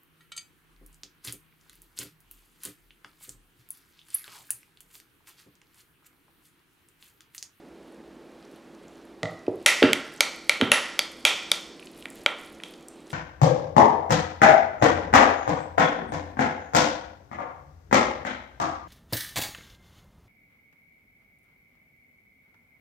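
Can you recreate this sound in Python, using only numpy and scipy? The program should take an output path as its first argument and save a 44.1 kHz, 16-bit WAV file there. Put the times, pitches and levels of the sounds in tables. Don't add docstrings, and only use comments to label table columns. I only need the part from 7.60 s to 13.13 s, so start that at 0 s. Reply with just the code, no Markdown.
import sys
import numpy as np
from scipy import signal
from scipy.fft import rfft, irfft
from scipy.io import wavfile
from scipy.ndimage import uniform_filter1d, minimum_filter1d

SR = 44100
rng = np.random.default_rng(int(sys.argv[2]) if len(sys.argv) > 2 else 0)


def digitize_waveform(pressure):
    field = np.atleast_2d(pressure).T
    bounded = np.clip(field, -1, 1)
    quanta = np.round(bounded * 32767).astype(np.int16)
    wavfile.write(sys.argv[1], SR, quanta)


N = 243873

# f/Hz, level/dB
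FAN_SPECTRUM = [(18, -53), (30, -38), (48, -22), (70, -13), (86, -38), (149, -11.5), (221, -6), (239, -7.5),
                (273, -5), (336, -9.5), (384, -6), (526, -10), (822, -16.5), (3140, -30), (16000, -47.5)]
# f/Hz, level/dB
MOTOR_TONES = [(59.2, -74.5), (247.6, -61), (296.1, -59.5), (333.8, -53.5)]
# t/s, level/dB
STIR_EFFORT = [(0, -15), (.55, -23), (.9, -9.5), (1.5, -15), (2.6, -2), (4.1, -4), (4.5, 0.5), (5.05, 0),
               (5.35, -12.5), (5.53, 3.5)]
# f/Hz, level/dB
SLIDE_SPECTRUM = [(500, 14), (1200, -5), (2400, 8), (4300, 5), (6000, -11), (10000, -6), (16000, -26)]
# t/s, level/dB, f/Hz
SAUCE_SMACKS = [(.826, -48, 3800), (1.281, -46, 6200), (1.866, -37.5, 2580), (4.1943, -35.5, 2580),
                (4.2264, -35, 2230), (4.27, -35.5, 2850), (4.424, -33, 2920), (4.5017, -34, 8850),
                (5.0, -34.5, 1900), (5.138, -39, 3400), (5.2838, -28.5, 7860), (5.503, -35, 2500)]
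# t/s, level/dB, treble cutoff f/Hz
BOTTLE_TAPS = [(1.6317, 12.2, 4800), (1.6379, 16.8, 705), (1.6561, 9.6, 2008.5)]
# f/Hz, width/Hz, level/dB
BOTTLE_MODES = [(101.7, 17, 9), (159, 39, -1), (265, 89, -7.5), (508, 75, 0.5), (627, 43, 4),
                (810, 20, -22), (1220, 220, -5.5), (1930, 73, 0), (1980, 55, 0.5), (3300, 1600, -11),
                (6500, 2200, -17)]
# t/s, level/dB, f/Hz
BOARD_BUMPS = [(1.8807, 28.5, 346), (2.2232, 32, 400), (2.2361, 39.5, 270), (3.005, 17, 342),
               (3.0205, 35, 241.6)]
# f/Hz, width/Hz, level/dB
BOARD_MODES = [(106, 14, -9.5), (149.4, 13, -19), (271, 23, -31), (373, 19, -9), (454, 74, -6.5),
               (604, 72, -7)]
# t/s, force level/dB, main f/Hz, second f/Hz, main boost/dB, treble level/dB (0 on clean glaze),
# spoon f/Hz, spoon level/dB, level sent to the room/dB
SPOON_HITS = [(2.061, 26, 1990, 2580, 13.5, 2.5, 11300, -6, -0.5),
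              (2.2273, 23.5, 1600, 2750, 9.5, -23, 4470, -5.5, 3),
              (2.3316, 17.5, 2140, 3300, 11.5, -3.5, 7900, -3, -4.5),
              (2.6066, 23.5, 2240, 4260, 10.5, -2.5, 6400, 5, -3),
              (2.8947, 23, 2240, 4200, 13.5, -5.5, 3600, -10, -4),
              (3.0122, 20.5, 3170, 1600, 5, -21.5, 3920, -22, 2.5),
              (3.1171, 28.5, 2700, 1860, 7.5, -6, 10400, -1.5, 0),
              (3.3915, 18, 3370, 2240, 9, -3.5, 4700, 5.5, -4),
              (3.651, 23.5, 2450, 3340, 12.5, -2.5, 6900, -9, 1.5),
              (3.9164, 20, 3500, 2320, 8.5, 0, 4140, 1.5, -5.5),
              (4.4557, 0, 1900, 2420, 9, -15, 4400, -17, -2.5),
              (4.6614, 25.5, 3290, 2260, 6, -19, 6340, -19.5, -5),
              (5.0355, -4.5, 3340, 2500, 10.5, -3.5, 4570, -6.5, 3.5)]
# f/Hz, width/Hz
LATE_BANDS = [(1400, 430), (2700, 650), (3700, 5800), (6000, 850), (9500, 540)]
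# f/Hz, width/Hz, level/dB
BOWL_MODES = [(600, 88, -7.5), (822, 540, -11.5), (1410, 139, -6.5), (2037, 600, -6), (2320, 130, -8),
              (2750, 600, -9), (3166, 350, -3.5), (3650, 610, -4), (4440, 500, -10), (5470, 1000, -9.5),
              (6340, 360, -15), (7490, 690, -14.5), (8830, 1400, -15.5), (10390, 420, -9.5),
              (12800, 1000, -17), (1386, 4.4, -4), (2325, 1.94, -8)]
# f/Hz, width/Hz, level/dB
SPOON_MODES = [(3300, 10, 7), (4280, 3.6, 2.5), (4560, 24, 0), (4730, 6, 1), (4834, 14, -1),
               (4920, 58, -0.5), (5835, 10.6, -6), (6360, 22, -6), (10330, 150, -1), (10140, 98, -8.5),
               (10760, 120, -17)]
# f/Hz, level/dB
ECHO_LEVELS = [(80, -10.5), (150, -2.5), (300, -4.5), (600, -1), (950, 3), (1400, -4.5), (3000, -9),
               (8000, -5.5), (15000, -15)]
# f/Hz, t/s
ECHO_TIMES = [(80, 0.38), (300, 0.46), (600, 0.52), (1400, 0.84), (3000, 0.53), (5000, 0.96), (10000, 0.39),
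              (15000, 0.43)]
# f/Hz, level/dB
ECHO_WIDTHS = [(120, -28), (500, -27), (1500, -21), (4000, -12), (10000, -16)]
# f/Hz, level/dB
BALANCE = [(60, -0.5), (400, -1.67), (1400, -2.4), (4000, -1), (10000, 0.3)]


def from_db(db):
    return 10 ** (np.asarray(db) / 20)


def at_hz(table, hz):
    freqs, values = np.transpose(table)
    return np.interp(np.log(np.maximum(hz, 1)), np.log(freqs), values)


def add(track, start_s, sound):
    i = int(start_s * SR)
    track[i:i + len(sound)] += sound[:N - i]


def blow(db):
    return from_db(db) * signal.unit_impulse(SR // 4) + 1e-18


def resonate(x, hz, width_hz):
    decay = np.exp(-np.pi * width_hz / SR)
    angle = 2 * np.pi * min(hz, .45 * SR) / SR
    gain = (1 - decay ** 2) / 2
    return signal.lfilter([gain, 0, -gain], [1, -2 * decay * np.cos(angle), decay ** 2], x)


def ring(x, modes):
    shares = from_db(rng.normal(0, 1, len(modes)))
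    return sum(share * from_db(db) * resonate(x, hz, width)
               for share, (hz, width, db) in zip(shares, modes))


def cut_treble(x, hz, order=2):
    return signal.sosfilt(signal.butter(order, min(hz, .45 * SR), fs=SR, output="sos"), x)


def cut_bass(x, hz, order=3):
    return signal.sosfilt(signal.butter(order, min(hz, .45 * SR), "high", fs=SR, output="sos"), x)


def shape_noise(noise, spectrum):
    freqs = np.arange(N // 2 + 1) * SR / N
    shaped = irfft(rfft(noise) * from_db(at_hz(spectrum, freqs)), N)
    return shaped / np.sqrt(np.mean(shaped ** 2) + 1e-20)


def stereo_noise(size, side_db=-19):
    mid, side = rng.standard_normal((2, size))
    return mid + from_db(side_db) * side * np.array([[1], [-1]])


def fan(air_db=-50.5, motor_trim_db=-2):
    t = np.arange(N) / SR
    hum = sum(from_db(db) * np.sqrt(2) * np.sin(2 * np.pi * (hz * t + rng.random()))
              for hz, db in MOTOR_TONES)
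    air = shape_noise(stereo_noise(N), FAN_SPECTRUM)
    return from_db(air_db) * air + from_db(motor_trim_db) * hum


def stirring(pops_per_s=340, pop_db=-51.5, pop_s=0.00091, slide_db=-60, bands=8):
    t = np.arange(N) / SR
    effort_db = np.interp(t, *np.transpose(STIR_EFFORT))
    slip_times = np.arange(0, N / SR + 1, 1 / 25)
    slip = np.interp(t, slip_times, rng.standard_normal(len(slip_times)))
    popped = rng.random(N) < pops_per_s * from_db(effort_db + 4 * slip) / SR
    size_db = 5.5 * np.minimum(rng.exponential(1, N), 3)
    pops = popped * from_db(pop_db + 0.67 * effort_db + size_db)
    pop_band = rng.integers(0, bands, N)
    noise = rng.standard_normal(N)
    hiss = shape_noise(rng.standard_normal(N), SLIDE_SPECTRUM)
    out = from_db(slide_db + 0.51 * effort_db + 3.6 * slip) * hiss
    for band, hz in enumerate(np.linspace(3800, 11000, bands)):
        fades = signal.lfilter([1], [1, -np.exp(-1 / (pop_s * SR))], pops * (pop_band == band) + 1e-18)
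        width_hz = 0.56 * hz
        out += resonate(resonate(noise * fades, hz, width_hz), hz, width_hz)
    return out


def smacks(rise_s=0.00083):
    out = np.zeros(N)
    t = np.arange(SR // 20) / SR
    for start_s, db, hz in SAUCE_SMACKS:
        burst = rng.standard_normal(len(t)) * t * np.exp(-t / rise_s)
        width_hz = 0.65 * hz
        snap = resonate(resonate(burst, hz, width_hz), hz, width_hz)
        add(out, start_s, from_db(db) * snap / np.abs(snap).max())
    return out


def bottle():
    out = np.zeros(N)
    for start_s, db, cutoff_hz in BOTTLE_TAPS:
        push = cut_treble(blow(db), cutoff_hz)
        add(out, start_s, ring(push, BOTTLE_MODES))
    return out


def thuds():
    out = np.zeros(N)
    for start_s, db, hz in BOARD_BUMPS:
        push = cut_treble(blow(db), 1.52 * hz, order=3)
        boom = resonate(push, hz, width_hz=48 * (hz / 270) ** 2)
        add(out, start_s, cut_bass(boom, hz=144) + ring(push, BOARD_MODES))
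    return out


def bending_waves(x):
    for hz, width_hz in LATE_BANDS:
        x = x - 2 * resonate(x, hz, width_hz)
    return x


def clinks(skid_s=0.0012, skid_hz=3800, skid_db=-2, sauce_hz=3240):
    direct, to_room = np.zeros((2, N))
    t = np.arange(SR // 4) / SR
    for (start_s, force_db, main_hz, second_hz, boost_db, treble_db,
         spoon_hz, spoon_db, room_db) in SPOON_HITS:
        skid = rng.standard_normal(len(t)) * np.exp(-t / skid_s)
        skid = from_db(force_db + skid_db) * cut_bass(skid / np.linalg.norm(skid), skid_hz)
        rough = cut_treble(blow(force_db), 2 * skid_hz, order=1) + skid
        pushes = np.array([rough, blow(force_db)])
        pushes = bending_waves(cut_treble(pushes, hz=13500, order=3))
        bowl = cut_bass(ring(pushes, BOWL_MODES), hz=220)
        for hz, db in (main_hz, boost_db), (second_hz, 0.79 * boost_db):
            bowl = bowl + (from_db(db) - 1) * resonate(bowl, hz, width_hz=280)
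        treble = from_db(treble_db) * cut_bass(bowl, sauce_hz, order=5)
        bowl = cut_treble(bowl, sauce_hz, order=5) + treble
        spoon = resonate(ring(blow(force_db + spoon_db), SPOON_MODES), spoon_hz, width_hz=1200)
        add(direct, start_s, bowl[0] + spoon)
        add(to_room, start_s, from_db(room_db) * (bowl[1] + spoon))
    return direct, to_room


def kitchen_echo(x, first_s=0.0011, swell_db=4, swell_at_s=0.028, swell_width_s=0.041):
    t = np.arange(SR) / SR
    hump = np.exp(-((t - swell_at_s) / swell_width_s) ** 2)
    swell = (t > first_s) * from_db(swell_db * hump)
    edges_hz = np.geomspace(60, 17000, 17)
    echo = 0
    for low, high in zip(edges_hz, edges_hz[1:]):
        hz = np.sqrt(low * high)
        fade = swell * from_db(-60 * t / at_hz(ECHO_TIMES, hz))
        tail = stereo_noise(SR, at_hz(ECHO_WIDTHS, hz)) * fade
        band = signal.sosfilt(signal.butter(2, [low, high], "band", fs=SR, output="sos"), tail)
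        echo = echo + from_db(at_hz(ECHO_LEVELS, hz)) * band / np.linalg.norm(fade)
    return signal.fftconvolve(x[None], echo, axes=1)[:, :N]


def scene():
    direct_clinks, room_clinks = clinks()
    knocks_and_food = cut_bass(thuds() + bottle(), hz=90) + smacks() + stirring()
    mix = direct_clinks + knocks_and_food + kitchen_echo(room_clinks + knocks_and_food) + fan()
    freqs = np.arange(N // 2 + 1) * SR / N
    lean_db = at_hz(BALANCE, freqs) * np.array([[.5], [-.5]])
    return irfft(rfft(mix) * from_db(lean_db), N)


def record(dry, ceiling=0.88, treble_hz=14500, cutoff_hz=16300):
    heard = cut_treble(dry, treble_hz)
    needed_gain = ceiling / np.maximum(np.abs(heard), ceiling)
    smooth_gain = uniform_filter1d(minimum_filter1d(needed_gain, size=23), size=23)
    top_cut = signal.ellip(10, .1, 80, cutoff_hz, fs=SR, output="sos")
    return signal.sosfilt(top_cut, heard * smooth_gain)


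dry = scene()
out = record(dry)
digitize_waveform(out)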